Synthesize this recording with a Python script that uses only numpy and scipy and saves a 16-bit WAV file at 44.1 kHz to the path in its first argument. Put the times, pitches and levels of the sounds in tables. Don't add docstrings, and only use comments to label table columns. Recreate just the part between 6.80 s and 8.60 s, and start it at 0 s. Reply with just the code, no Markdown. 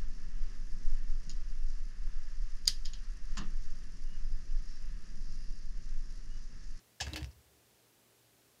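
import sys
import numpy as np
from scipy import signal
from scipy.fft import rfft, irfft
from scipy.io import wavfile
from scipy.ndimage import uniform_filter1d

SR = 44100
rng = np.random.default_rng(int(sys.argv[2]) if len(sys.argv) > 2 else 0)


def log_audio(samples):
    frames = np.atleast_2d(samples).T
    limited = np.clip(frames, -1, 1)
    pcm = np.round(limited * 32767).astype(np.int16)
    wavfile.write(sys.argv[1], SR, pcm)


def makeup_ratio(level_db):
    decades = np.asarray(level_db, float) / 20
    return 10 ** decades


N = 79380


def unit(x):
    return x / np.sqrt(np.mean(x ** 2) + 1e-30)


def resonance(x, hz, width_hz):
    return signal.lfilter(*signal.iirpeak(min(hz, 0.45 * SR), hz / width_hz, fs=SR), x)


def wide(x, lo_hz, hi_hz, order=2):
    edges = [lo_hz, min(hi_hz, 0.45 * SR)]
    return signal.sosfilt(signal.butter(order, edges, "band", fs=SR, output="sos"), x)


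def walk(rate_hz, size):
    hold = int(SR / rate_hz)
    levels = np.repeat(rng.standard_normal(size // hold + 2), hold)
    smooth = uniform_filter1d(uniform_filter1d(levels, hold), hold)
    return unit(smooth[:size])


def add(out, start_s, x):
    i = int(start_s * SR)
    out[i:i + len(x)] += x[:N - i]


def time_axis(length_s):
    return np.arange(int(SR * length_s)) / SR


def swings(table, attack_s, release_s, sag_db_s, rough_db):
    out, t = np.zeros(N), time_axis(0.25)
    for start_s, length_s, db, hz in table:
        rise = np.clip(t / attack_s, 0, 1)
        damping = np.exp(-np.clip(t - length_s, 0, 1) / release_s)
        wobble_db = rough_db * walk(hz / 12, size=len(t))
        tone = np.sin(2 * np.pi * hz * t)
        add(out, start_s, makeup_ratio(db + sag_db_s * t + wobble_db) * rise * damping * tone)
    return out


# (frequency [Hz], density [dB per Hz])
ROOM_SPECTRUM = [(25, -28.5), (60, -8), (130, -9), (400, -7), (700, -11.5), (1100, -15.5), (4000, -17),
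                 (15500, -20)]


def room():
    f = np.fft.rfftfreq(N, 1 / SR)
    hz, db = np.array(ROOM_SPECTRUM).T
    density_db = np.interp(np.log(f + 1), np.log(hz), db)
    noise = rfft(rng.standard_normal(N)) * makeup_ratio(density_db) * (f > 20)
    low = 1 / (1 + (f / 900) ** 2)
    rumble = irfft(noise * low, N) * makeup_ratio(0.06 * walk(3.2, size=N))
    hiss = irfft(noise * (1 - low), N)
    phase = 2 * np.pi * 116.06 * np.arange(N) / SR + 0.56 * walk(8, size=N)
    hum = np.sqrt(2) * np.sin(phase) * makeup_ratio(-79 + 2.5 * walk(9.14, size=N))
    drone = makeup_ratio(-83.5) * unit(resonance(rng.standard_normal(N), 400.6, 10.7))
    return makeup_ratio(-67) * unit(rumble + hiss) + hum + drone


# (start [s], length [s], level [dB], pitch [Hz])
DESK_SWAYS = [(.2214, 0.04, -41.5, 71.1), (.2655, 0.0305, -36, 73.4), (.3090, .010, -53.5, 80),
              (.3335, 0.0202, -38.5, 66.6), (.3810, 0.052, -43.5, 68.4), (.4245, 0.0219, -35.5, 68),
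              (.4555, 0.043, -42.5, 64.7), (.5580, 0.0457, -57, 72.7), (.6550, 0.0317, -66, 69.7),
              (.7000, 0.045, -68, 69.3), (.7550, 0.0326, -69.5, 69.6), (.8200, 0.0365, -75, 88.3)]


def desk_rocking():
    return swings(DESK_SWAYS, attack_s=0.00344, release_s=0.0057, sag_db_s=-7, rough_db=0)


# (start [s], length [s], level [dB], pitch [Hz])
DESK_BUMPS = [
    (.2110, 0.0148, -39.5, 104.5),
    (.2700, 0.018, -44.5, 126.4),
    (.3245, 0.0168, -43, 113.7),
    (.4165, 0.028, -38, 122.4),
    (.4625, 0.033, -48, 120.9),
    (.5150, 0.0396, -60, 105.8),
    (.5950, 0.0135, -61, 108.8),
]


def desk_bumps():
    return swings(DESK_BUMPS, attack_s=0.00164, release_s=0.0032, sag_db_s=-127.5, rough_db=0)


# (start [s], length [s], level [dB], pitch [Hz])
PANEL_HUMS = [
    (.3150, 0.0808, -46.5, 309),
    (0.39, 0.033, -64.5, 310),
    (.2600, 0.0245, -54, 178.7),
    (.2500, 0.081, -60, 260),
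]


def panel_hum():
    return swings(PANEL_HUMS, attack_s=0.0137, release_s=0.0137, sag_db_s=-26, rough_db=4.33)


# (start [s], level [dB], centre [Hz], T60 [s])
DESK_KNOCKS = [
    (.2085, -35.5, 606, 0.092),
    (.2300, -39.5, 450, 0.306),
    (.2680, -39.5, 507, 0.274),
    (.3300, -33, 390, 0.192),
    (.3600, -34.5, 483, 0.16),
    (.3740, -37.5, 534, 0.088),
    (.4050, -44.5, 600, 0.195),
    (.4300, -45.5, 504, 0.319),
]


def knocks():
    out, t = np.zeros(N), time_axis(0.25)
    for start_s, db, hz, t60 in DESK_KNOCKS:
        decay = makeup_ratio(db - 60 * t / t60) * np.clip(t / 0.00124, 0, 1)
        add(out, start_s, wide(rng.standard_normal(len(t)) * decay, hz / 2.965, hz * 1.584))
    return out


# (frequency [Hz], level [dB], T60 [s])
CASE_MODES = [(906.6, -7, 0.157), (1713, -8, 0.088), (2195, -37, 0.45), (2682.4, -5, 0.098),
              (2982, -16, 0.45), (3271, -13.5, 0.12), (3802, -8.5, 0.153), (4595, -4.5, 0.037),
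              (4676, -6.5, 0.23), (5179, -2, 0.049), (6064, -3.5, 0.036), (6800, -29.5, 0.12),
              (6950, -11.5, 0.11), (8900, -43, 0.18)]


def case(x):
    damping = 0.28
    shares = makeup_ratio(3.5 * rng.standard_normal(len(CASE_MODES)))
    ring = np.zeros(len(x))
    for share, (hz, db, t60) in zip(shares, CASE_MODES):
        ring += share * makeup_ratio(db) * np.sqrt(t60) * resonance(x, hz, 2.63 / (t60 * damping))
    return ring


# (start [s], level [dB], centre [Hz], T60 [s], sheen [dB])
RATTLE_BURSTS = [(0.2008, -34.5, 4450, 0.065, -33.5), (0.2081, -28, 5520, 0.0459, -20.5),
                 (0.2148, -31.5, 4010, 0.138, -31.5), (0.241, -48.5, 4500, 0.165, -27.5),
                 (0.266, -37, 2370, 0.113, -26), (.2900, -47.5, 2543, 0.678, -19),
                 (0.3338, -37.5, 3750, 0.0435, -14.5), (.3395, -37.5, 3080, 0.068, -21.5),
                 (.3590, -33.5, 3990, 0.1297, -14), (0.3712, -37, 2890, 0.0684, -16),
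                 (.4040, -47.5, 2990, 0.211, -17), (.4440, -53.5, 4540, 0.07, -15)]


def rattle():
    grains_per_s, edge_hz = 5000, 7800
    out, t = np.zeros(N), time_axis(0.25)
    for start_s, db, hz, t60, sheen_db in RATTLE_BURSTS:
        hit = rng.random(len(t)) < grains_per_s / SR
        strength = makeup_ratio(1.8 * rng.exponential(size=len(t)))
        z = rng.standard_normal(len(t))
        grains = unit(hit * strength * np.sign(z) + 0.163 * z)
        fade = makeup_ratio(-60 * t / t60) * np.clip(t / 0.00058, 0, 1)
        x = grains * fade
        ring = case(x)
        struck = x + makeup_ratio(-6) * ring * np.std(x) / np.std(ring)
        metal = wide(wide(struck, hz / 2.236, hz * 0.945, order=1), 231, edge_hz, order=4)
        sheen = makeup_ratio(sheen_db) * wide(grains * fade ** 1.6, edge_hz, 16400)
        body = makeup_ratio(-2) * wide(x, 887 / 1.9, 887 * 1.223)
        add(out, start_s, makeup_ratio(db) * (metal + sheen + body))
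    return out


# (time [s], peak level [dB], centre [Hz])
CONTACT_TICKS = [(0.2081, -26, 6100), (0.2161, -29.5, 5200), (0.2553, -46.5, 4800), (.2830, -35.5, 6500),
                 (0.3338, -32.5, 3720), (0.3599, -30, 3570), (0.4303, -33.5, 3630), (.4449, -34, 3790),
                 (0.4605, -46.5, 4000), (0.507, -56, 2520), (.5320, -56.5, 5000)]


def ticks():
    out, t = np.zeros(N), time_axis(0.05)
    for time_s, db, hz in CONTACT_TICKS:
        tail = makeup_ratio(-18 - 60 * t / 0.003) * rng.standard_normal(len(t))
        crack = tail - (t == 0)
        x = wide(wide(crack, hz / 3.28, hz * 1.096, order=1), 443, 10750, order=3)
        add(out, time_s, makeup_ratio(db) * x / np.abs(x).max())
    return out


# (start [s], peak level [dB], centre [Hz], T60 [s])
ARM_SCRAPES = [(.2085, -32, 5200, .10), (.2090, -35, 6900, .12), (.2100, -42, 930, .10),
               (.2120, -40, 2700, .11), (.2855, -50, 2100, .04), (.3340, -40, 4200, .02),
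               (.4100, -50, 1800, .06), (.4460, -53, 5500, .09), (.4640, -59, 5450, .08),
               (.5105, -55, 5000, .04), (.5220, -62, 5300, .05)]


def scrapes():
    spread = 1.09
    out, t = np.zeros(N), time_axis(0.2)
    for start_s, peak_db, hz, t60 in ARM_SCRAPES:
        rough = unit(wide(rng.standard_normal(len(t)), hz / spread, hz * spread))
        fade = makeup_ratio(peak_db - 6 - 60 * t / t60) * np.clip(t / 0.0015, 0, 1)
        add(out, start_s, rough * fade)
    return out


# (start [s], length [s], level [dB], pitch [Hz])
ARM_SQUEAKS = [
    (.2018, .0088, -30.5, 1712),
    (.2010, .006, -48, 6300),
    (.2110, .010, -42, 780),
    (.3335, .0010, -33, 3950),
    (.4335, .005, -56, 4850),
    (.4402, .003, -53, 5600),
]


def squeaks():
    return swings(ARM_SQUEAKS, attack_s=0.0018, release_s=0.0012, sag_db_s=-69, rough_db=2.5)


def scene():
    desk = wide(desk_rocking() + desk_bumps() + panel_hum(), 48.1, 2000) + knocks()
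    drive = rattle() + ticks() + scrapes() + squeaks()
    return (room() + desk + drive)[None]


def roll_off(x):
    return signal.sosfilt(signal.butter(12, 15690, fs=SR, output="sos"), x)


def record(dry):
    low_pass = signal.ellip(8, 0.2, 70, 15600, fs=SR, output="sos")
    return roll_off(signal.sosfilt(low_pass, dry))


dry = scene()
out = record(dry)
log_audio(out)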